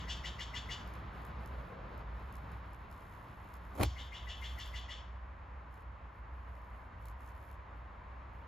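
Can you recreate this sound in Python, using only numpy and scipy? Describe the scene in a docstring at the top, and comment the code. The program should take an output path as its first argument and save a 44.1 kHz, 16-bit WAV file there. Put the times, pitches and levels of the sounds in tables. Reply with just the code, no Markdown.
"""A bird scolds in harsh, quick calls, each a chirp that breaks into a two-voiced rasp.
Behind it, distant traffic roars and a machine hums low. Close by, an insect struggles in a
spider's web on a wicker seat, its wings ticking on the silk. Midway a hand jolts a camera:
a scuff, a sharp knock and a short boom from the seat. The bird then scolds again, farther off."""
import sys
import numpy as np
from scipy import signal
from scipy.fft import rfft, irfft
from scipy.io import wavfile
from scipy.ndimage import uniform_filter1d

SR = 44100
rng = np.random.default_rng(int(sys.argv[2]) if len(sys.argv) > 2 else 0)


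def wrap_up_sound(samples):
    """Save the sound to the file named by the first command line argument, as 16-bit audio."""
    columns = np.atleast_2d(samples).T
    # keep every value between -1 and 1, then stretch to whole-number steps
    tamed = np.clip(columns, -1, 1)
    steps = np.round(tamed * 32767).astype(np.int16)
    wavfile.write(sys.argv[1], SR, steps)


N = 373527
TIME = np.arange(N) / SR
FREQUENCIES = np.fft.rfftfreq(N, 1 / SR)

# how alike surrounding noise is left and right (frequency [Hz], likeness [0 to 1])
STEREO_LIKENESS = [(60, .985), (150, .975), (300, .91), (550, .55), (1100, .37), (2200, .57), (3300, .92),
                   (4500, .99), (7000, .99), (12000, .85)]
# how far the left side runs ahead; scene() eases it out below 2 kHz (frequency [Hz], phase [radians])
LEFT_LEAD = [(100, -1.5), (2000, 0), (3400, -0.1), (6000, 1.27), (6700, 0.5), (7300, 0.85), (8400, 3.5),
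             (9800, 3), (11100, 7.5), (13200, 5.5), (14400, 10), (15500, 9)]
# tone of the far traffic (frequency [Hz], relative level [dB])
TRAFFIC_SPECTRUM = [(25, -8), (45, 14), (78, 12.5), (110, 7), (150, -3), (220, -4.5), (420, -9.5),
                    (560, -5), (760, -5.5), (1020, 0.5), (1350, -6.5), (2000, -11), (3400, -26),
                    (5400, -38), (15000, -54)]
# loudness of the far traffic around 1 kHz (time [s], level [dB])
TRAFFIC_LEVEL = [(0, -59), (1, -58.5), (2.5, -59.5), (3.5, -60.5), (4.5, -59.5), (5.6, -60.5), (7, -60.2),
                 (8.47, -59.5)]
# tone of one nearer vehicle (frequency [Hz], relative level [dB])
VEHICLE_SPECTRUM = [(40, -16), (90, 3.5), (170, 0), (260, -8.5), (550, -14.5), (800, -12), (1200, -10),
                    (2000, -19), (4000, -30), (8000, -51)]
# that vehicle draws away (time [s], level [dB])
VEHICLE_LEVEL = [(0, -51), (.5, -53.5), (.9, -50), (1.75, -52), (2.3, -54.5), (3.1, -57.5), (3.7, -58),
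                 (4.5, -63.5), (5.3, -72), (8.47, -74)]
# slow rise and fall of the machine hum (time [s], level [dB])
HUM_LEVEL = [(0, -47.5), (.9, -49), (1.08, -55), (1.58, -42.5), (1.72, -61), (1.98, -46.5), (2.6, -49),
             (3.15, -63), (3.7, -49), (4.4, -45.5), (5.4, -50.5), (6.85, -51.5), (7.15, -46.5),
             (7.4, -52.5), (8.47, -53)]
# spells of fluttering (start [s], length [s], level [dB])
FLUTTER_BOUTS = [(0, 1, -78.5), (1.14, .16, -76.5), (1.41, 0.31, -77.5), (1.9, .11, -85), (2.15, 0.44, -79),
                 (2.66, 0.19, -80), (2.908, 0.67, -74), (3.62, .46, -75.5), (4.17, .2, -78),
                 (4.378, 0.42, -71), (5.732, .09, -76.5), (6.14, .05, -85), (6.34, .12, -84),
                 (6.487, 0.38, -81.5), (7.02, .09, -73), (7.212, 0.097, -72.5), (7.35, 0.2, -76.5),
                 (7.77, .03, -85.5), (8.34, .08, -86)]
# the wings hit the web hard (time [s], level [dB])
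WING_HITS = [(.8759, -54), (.938, -55), (1.2516, -52.5), (1.4601, -53.5), (1.9784, -59), (2.3255, -54.5),
             (2.355, -48.5), (2.5186, -59), (2.7327, -56), (2.913, -54), (3.54, -51), (3.7526, -51),
             (4.4164, -55.5), (4.589, -54), (4.66, -52), (5.7414, -62), (6.554, -62), (7.0559, -49),
             (7.085, -55), (7.2634, -53.5), (7.5138, -58.5)]
# tone of a wing on silk (frequency [Hz], gain [dB])
SILK_TONE = [(1500, -21), (3500, -1.5), (7000, -1.5), (9000, 2.5), (12500, 0), (14500, 3), (15600, -11)]
# tone of the hand rubbing the camera (frequency [Hz], relative level [dB])
SCUFF_SPECTRUM = [(25, -22), (55, -4.5), (105, 1), (190, -8), (290, 2), (430, -7.5), (600, -11),
                  (760, -7.5), (1100, -15), (2000, -24.5), (5000, -37.5), (11000, -32.5), (15500, -43)]
# loudness of that rub (time [s], level [dB])
SCUFF_LEVEL = [(3.7, -85), (3.755, -49), (3.78, -45), (3.796, -37.5), (3.804, -29.5), (3.82, -31.5),
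               (3.834, -29.5), (3.845, -37), (3.862, -49), (3.92, -81)]
# knocks on the camera's case (time [s], relative level [dB])
KNOCKS = [(3.7865, -47), (3.8178, -36), (3.8297, -28), (3.8338, -18.5), (3.8443, -37.5), (3.851, -37.5)]
# notes the case rings with (frequency [Hz], relative level [dB], time to fade by 60 dB [s])
CASE_NOTES = [(290, -16, .06), (740, -9.5, 0.028), (1150, -19, 0.023), (2400, -4, 0.016),
              (3140, -5.5, 0.011), (4140, -8, 0.014), (7230, -17, .01), (10800, -15, 0.0078)]
# notes the seat booms with (frequency [Hz], level [dB], time to fade by 60 dB [s])
SEAT_NOTES = [(62.4, -25, .44), (82, -26.5, .31), (115.4, -29, 0.23)]
# first echoes off the ground and a wall (delay [s], gain [dB])
NEAR_ECHOES = [(.0041, -12), (0.0114, -15.5), (.047, -17.5)]
# how long the yard echoes (frequency [Hz], time to fade by 60 dB [s])
YARD_FADE = [(1000, 0.69), (3000, 0.52), (4500, .56), (7000, 0.46), (12000, 0.25)]
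# share of the bird's sound that the yard sends back (time [s], gain [dB])
ECHO_SHARE = [(0, -6), (.9, -7.5), (3.9, -4), (5.2, -3)]
# the bird's calls, with levels before filtering and echoes
# (time [s], chirp level [dB], chirp pitch [Hz], delay to mid-rasp [s], rasp level [dB], hiss level [dB])
BIRD_CALLS = [ (-.07, -40, 2020, .028, -45.5, -46.5), (.084, -48, 2000, .03, -43, -41.5),
              (.247, -45.5, 2040, .022, -44.5, -45.5), (.397, -45.5, 1990, .021, -44.5, -46),
              (.545, -44, 2000, .026, -43.5, -45.5), (.697, -46, 2000, .03, -44.5, -44.5),
              (3.815, -51, 2070, 0.028, -52, -46.5), (3.972, -49.5, 2070, .032, -50, -53),
              (4.128, -48.5, 2120, 0.032, -50, -54.5), (4.277, -49.5, 2006, .031, -47.5, -51),
              (4.427, -45, 2100, 0.028, -47.5, -51.5), (4.587, -48.5, 1975, 0.025, -48.5, -50),
              (4.744, -47, 2060, .024, -48.5, -51), (4.895, -49.5, 1990, .021, -48, -52)]
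# how the throat shapes the rasp (frequency [Hz], gain [dB])
THROAT_TONE = [(1000, -21), (1700, -1), (2150, 3), (2520, -4.5), (2850, 1), (3450, -2), (3750, -5),
               (4300, -10), (7000, -23)]
# tone of the breathy hiss above the rasp (frequency [Hz], gain [dB])
HISS_TONE = [(2500, -13), (3700, -2), (4500, 1.5), (4950, -2), (5400, 0.5), (6000, -4), (6900, -4),
             (7700, -7), (9500, -25), (13000, -27), (15500, -40)]
# how much louder the bird is on the left (frequency [Hz], left minus right [dB])
BIRD_BALANCE = [(1000, -1.5), (2100, 8), (3000, 4), (4400, -0.5), (8000, 0.5)]


def gain_of(db):
    """Turns decibels into a number to multiply by."""
    return 10 ** (np.asarray(db) / 20)


def evened(x):
    """Scales a signal to an average strength (rms) of 1."""
    return x / np.sqrt(np.mean(x ** 2) + 1e-20)


def by_frequency(table, hz=FREQUENCIES):
    """Reads between a table's rows on a log-frequency scale."""
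    row_hz, value = np.transpose(table)
    return np.interp(np.log(hz + 1), np.log(row_hz + 1), value)


def over_time(table):
    """Reads between a table's rows at every sample."""
    return np.interp(TIME, *np.transpose(table))


def filtered(x, response):
    """Multiplies each frequency in x by its own factor."""
    return irfft(rfft(x) * response, N)


def shaped(x, tone):
    """Filters x with a table of decibels."""
    return filtered(x, gain_of(by_frequency(tone)))


def drift(rate_hz):
    """A smooth random wobble of strength 1."""
    return evened(filtered(rng.standard_normal(N), np.exp(-(FREQUENCIES / rate_hz) ** 2)))


def add(mix, start_s, sound):
    """Lays a sound into the mix."""
    part = mix[max(round(start_s * SR), 0):][:len(sound)]
    part += sound[:len(part)]


def resonate(x, hz, width_hz):
    """Makes x ring at a moving pitch."""
    turn = np.exp(2j * np.pi * np.cumsum(hz) / SR)
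    feedback = np.exp(-np.pi * width_hz / SR)
    return 2 * (turn * signal.lfilter([1 - feedback], [1, -feedback], x / turn)).real


def surrounding_noise(spectrum):
    """Noise from all around: left and right differ most in the middle pitches."""
    common, apart = rng.standard_normal((2, N))
    likeness = np.clip(by_frequency(STEREO_LIKENESS), 0, .999)
    side = filtered(apart, np.sqrt((1 - likeness) / (1 + likeness)))
    return evened(shaped(np.array([common + side, common - side]), spectrum))


def far_traffic():
    """Distant tyres blend into a steady roar."""
    roar = surrounding_noise(TRAFFIC_SPECTRUM)
    tyre_band = filtered(roar.mean(0), (FREQUENCIES > 850) & (FREQUENCIES < 1300))
    return roar / np.std(tyre_band) * gain_of(over_time(TRAFFIC_LEVEL) + .5 * drift(16))


def passing_vehicle(drone_hz=543, width_hz=144, peak_s=1.79, swell_s=.36, swell_db=12):
    """A nearer vehicle: its drone swells once as it goes by, then it fades away."""
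    rumble = surrounding_noise(VEHICLE_SPECTRUM)
    drone = filtered(rumble, np.exp(-((FREQUENCIES - drone_hz) / width_hz) ** 2))
    swell = np.exp(-((TIME - peak_s) / swell_s) ** 2)
    rumble += drone * (gain_of(swell_db * swell) - 1)
    return rumble * gain_of(over_time(VEHICLE_LEVEL) + 1.3 * drift(15))


def machine_hum(pitch_hz=60.65, wander_hz=1.995, throb_hz=9):
    """A distant machine wavers and throbs, with a faint tone near three times its pitch."""
    phase = 2 * np.pi * np.cumsum(pitch_hz + wander_hz * drift(9.03)) / SR
    throb = 1 + .39 * (drift(throb_hz) + 1j * drift(throb_hz))
    drone = evened((throb * np.exp(1j * phase)).real) * gain_of(over_time(HUM_LEVEL))
    overtone = gain_of(-70.5) * np.sin(2 * np.pi * np.cumsum(179 + 1.526 * drift(3.05)) / SR)
    return (drone + overtone) * gain_of([[-.5], [.5]])  # a little to the right


def wing_effort(fade_s=.02, waver_hz=7):
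    """How hard the insect beats its wings: each bout rises, wavers and dies away."""
    level = np.zeros(N)
    for start, length, db in FLUTTER_BOUTS:
        outside_s = np.maximum(start - TIME, TIME - start - length)
        level = np.maximum(level, gain_of(db) * np.exp(-np.clip(outside_s / fade_s, 0, 20)))
    return level * gain_of(drift(waver_hz))


def insect_wings(beat_hz=72):
    """Each wingbeat ticks on the silk: a faint flutter, and three fading ticks for a hard hit."""
    beat_count = np.cumsum(beat_hz * (1 + .073 * drift(7.2))) / SR
    strength = gain_of(3.2 * np.minimum(rng.standard_normal(N), 2))[beat_count.astype(int)]  # one a beat
    flutter = evened(.4 + strength * np.exp(-(beat_count % 1) / .12)) * wing_effort()
    t = np.arange(SR // 60) / SR
    tick = np.exp(-t / .00072) + .2 * np.exp(-t / .0064)
    hits = np.zeros(N)
    for start, db in WING_HITS:
        for beat, chance in enumerate(rng.standard_normal(3)):
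            tick_s = start + beat / beat_hz * (1 + .045 * chance)
            add(hits, tick_s, gain_of(db - 5.5 * beat + 1.6 * chance) * tick)
    return shaped(np.hypot(flutter, hits) * rng.standard_normal(N), SILK_TONE)


def hand_scuff():
    """A hand rubs the camera, making a short burst of rough noise."""
    rub = evened(surrounding_noise(SCUFF_SPECTRUM) * gain_of(2.3 * drift(200)))
    touching = (TIME > SCUFF_LEVEL[0][0]) & (TIME < SCUFF_LEVEL[-1][0])
    return rub * gain_of(over_time(SCUFF_LEVEL)) * touching


def case_knocks():
    """Each knock gives a sharp crack and sets the camera's case ringing."""
    t = np.arange(SR // 3) / SR
    knocks = np.zeros((2, N))
    for start, db in KNOCKS:
        ring = sum(gain_of(level - 60 * t / fade_s) * np.sin(2 * np.pi * (hz * t + rng.random()))
                   for hz, level, fade_s in CASE_NOTES)
        for side in knocks:
            crack = rng.standard_normal(len(t)) * (np.exp(-t / .0007) + .11 * np.exp(-t / .0086))
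            add(side, start, gain_of(db) * (gain_of(-4.5) * ring + gain_of(-7.5) * crack))
    return knocks


def seat_boom(start_s=3.825, rise_s=.021):
    """The jolt makes the seat ring briefly with three deep notes."""
    t = np.arange(SR // 3) / SR
    ring = sum(gain_of(db - 60 * t / fade_s) * np.sin(2 * np.pi * hz * t) for hz, db, fade_s in SEAT_NOTES)
    boom = np.zeros(N)
    add(boom, start_s, ring * (1 - np.exp(-t / rise_s)))
    return boom


def yard_echo(x, echoes_per_s=2500, build_s=.0063):
    """Walls and trees scatter many small echoes; the highest pitches die first."""
    echoes = rng.standard_normal((2, SR)) * (rng.random((2, SR)) < echoes_per_s / SR)
    echoes[1] = .91 * echoes[0] + .5 * echoes[1]  # the right side is much like the left
    hz, t, bands = signal.stft(echoes, SR, nperseg=256)
    build_up = 1 - np.exp(-t / build_s)
    fade = gain_of(-60 * t / by_frequency(YARD_FADE, hz)[:, None])
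    tail = signal.istft(bands * build_up * fade, SR, nperseg=256)[1]
    return signal.fftconvolve(x[None], tail / np.linalg.norm(tail[0]), axes=1)[:, :N]


def bird_chirp(t, pitch_hz, shudder, air):
    """A breathy whistle that arches up and down in pitch, loudest at t = 0."""
    arch_hz = pitch_hz * np.maximum(1.01 - .0597 * (t / .01305) ** 2, .87) * (1 + .046 * shudder)
    swell = np.exp(-(t / .0088) ** 2) + .32 * np.exp(-((t - .024) / .016) ** 2)
    whistle = np.sin(2 * np.pi * np.cumsum(arch_hz) / SR) * swell
    breath = evened(resonate(air, arch_hz, 350)) * np.exp(-((t - .004) / .018) ** 2)
    return whistle + .264 * breath


def bird_call(chirp_db, chirp_hz, delay_s, rasp_db, hiss_db, lead_s):
    """One call in three parts: a chirp, a rasp that climbs as the beak opens, and a hiss on top."""
    t = np.arange(SR // 6) / SR - lead_s
    puffs, air, *shakes = rng.standard_normal((5, len(t)))
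    low_shake, high_shake, shudder = (evened(uniform_filter1d(shake, 50)) for shake in shakes)
    chirp = bird_chirp(t, chirp_hz, shudder, air)
    opening = np.clip(t / (2 * delay_s), 0, 1)
    roughness = np.clip(.2 + 1.22 * opening, 0, .75)
    # the two sides of the bird's voice box sound at their own unsteady pitches
    low_climb_hz, high_climb_hz = 450 * rng.uniform(.599, 1.4, 2)
    low_hz = (2800 + low_climb_hz * opening) * (1 + .06 * roughness * low_shake)
    high_hz = (3220 + high_climb_hz * opening) * (1 + .048 * roughness * high_shake)
    low_phase, high_phase = 2 * np.pi * np.cumsum([low_hz, high_hz], axis=1) / SR
    high_entry = np.clip(opening * 2.9, 0, 1)
    voices = evened(np.sin(low_phase) + 1.24 * high_entry * np.sin(high_phase))
    centre_hz = (low_hz + high_entry * high_hz) / (1 + high_entry)
    rasp = evened(voices + 1.4 * roughness * evened(resonate(puffs, centre_hz, 900)))
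    rasp *= np.exp(-np.abs((t - delay_s) / .025) ** 3)
    # each voice is 3 times a pitch near 1 kHz; the overtones are 4 to 7 times that pitch
    overtones = evened(sum(np.sin(k * low_phase / 3) + np.sin(k * high_phase / 3) for k in range(4, 8)))
    overtones *= np.exp(-np.abs((t - .95 * delay_s) / .026) ** 3)  # they peak just before the breath
    breath = (.073 + .76 * roughness) * air * np.exp(-np.abs((t - delay_s - .003) / .025) ** 2.8)
    hiss = (.44 * overtones + breath) * gain_of(1.6 * shudder)
    return gain_of(chirp_db) * chirp, gain_of(rasp_db) * rasp, gain_of(hiss_db) * hiss


def scolding_bird(lead_s=.03):
    """Two bouts of calls; the second is farther off, so it is softer and has more echo."""
    head_start = SR // 4  # samples of room for the call already under way at time 0
    parts = np.zeros((3, N))
    for chirp_s, *shape in BIRD_CALLS:
        for part, sound in zip(parts, bird_call(*shape, lead_s)):
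            add(part, chirp_s - lead_s + head_start / SR, sound)
    chirp, rasp, hiss = parts
    voice = chirp + shaped(rasp, THROAT_TONE) + shaped(hiss, HISS_TONE)
    bounces = sum(gain_of(db) * np.exp(-2j * np.pi * FREQUENCIES * delay) for delay, db in NEAR_ECHOES)
    echo_share = gain_of(over_time(ECHO_SHARE))
    near = filtered(voice, 1.08 + bounces) / np.sqrt(1 + .5 * echo_share ** 2)
    heard = near + yard_echo((near - .32 * chirp) * echo_share)  # the chirp echoes less
    heard = np.pad(heard[:, head_start:], ((0, 0), (0, head_start)))
    lean_db = by_frequency(BIRD_BALANCE) / 2
    return filtered(heard, gain_of([lean_db, -lean_db]))


def scene():
    """Adds up all the sources and puts left and right out of step in the treble."""
    mix = scolding_bird() + far_traffic() + passing_vehicle() + machine_hum() + insect_wings()
    mix += hand_scuff() + case_knocks() + seat_boom()
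    treble = np.clip(FREQUENCIES / 2000, 0, 1) ** 2
    half_lead = treble * by_frequency(LEFT_LEAD) / 2
    return filtered(mix, np.exp(1j * np.array([half_lead, -half_lead])))


def record(dry):
    """Cuts away the very highest treble."""
    low_pass = signal.firwin(511, cutoff=15650, window=("kaiser", 9), fs=SR)
    return signal.oaconvolve(dry, low_pass[None], "same")


dry = scene()
out = record(dry)
wrap_up_sound(out)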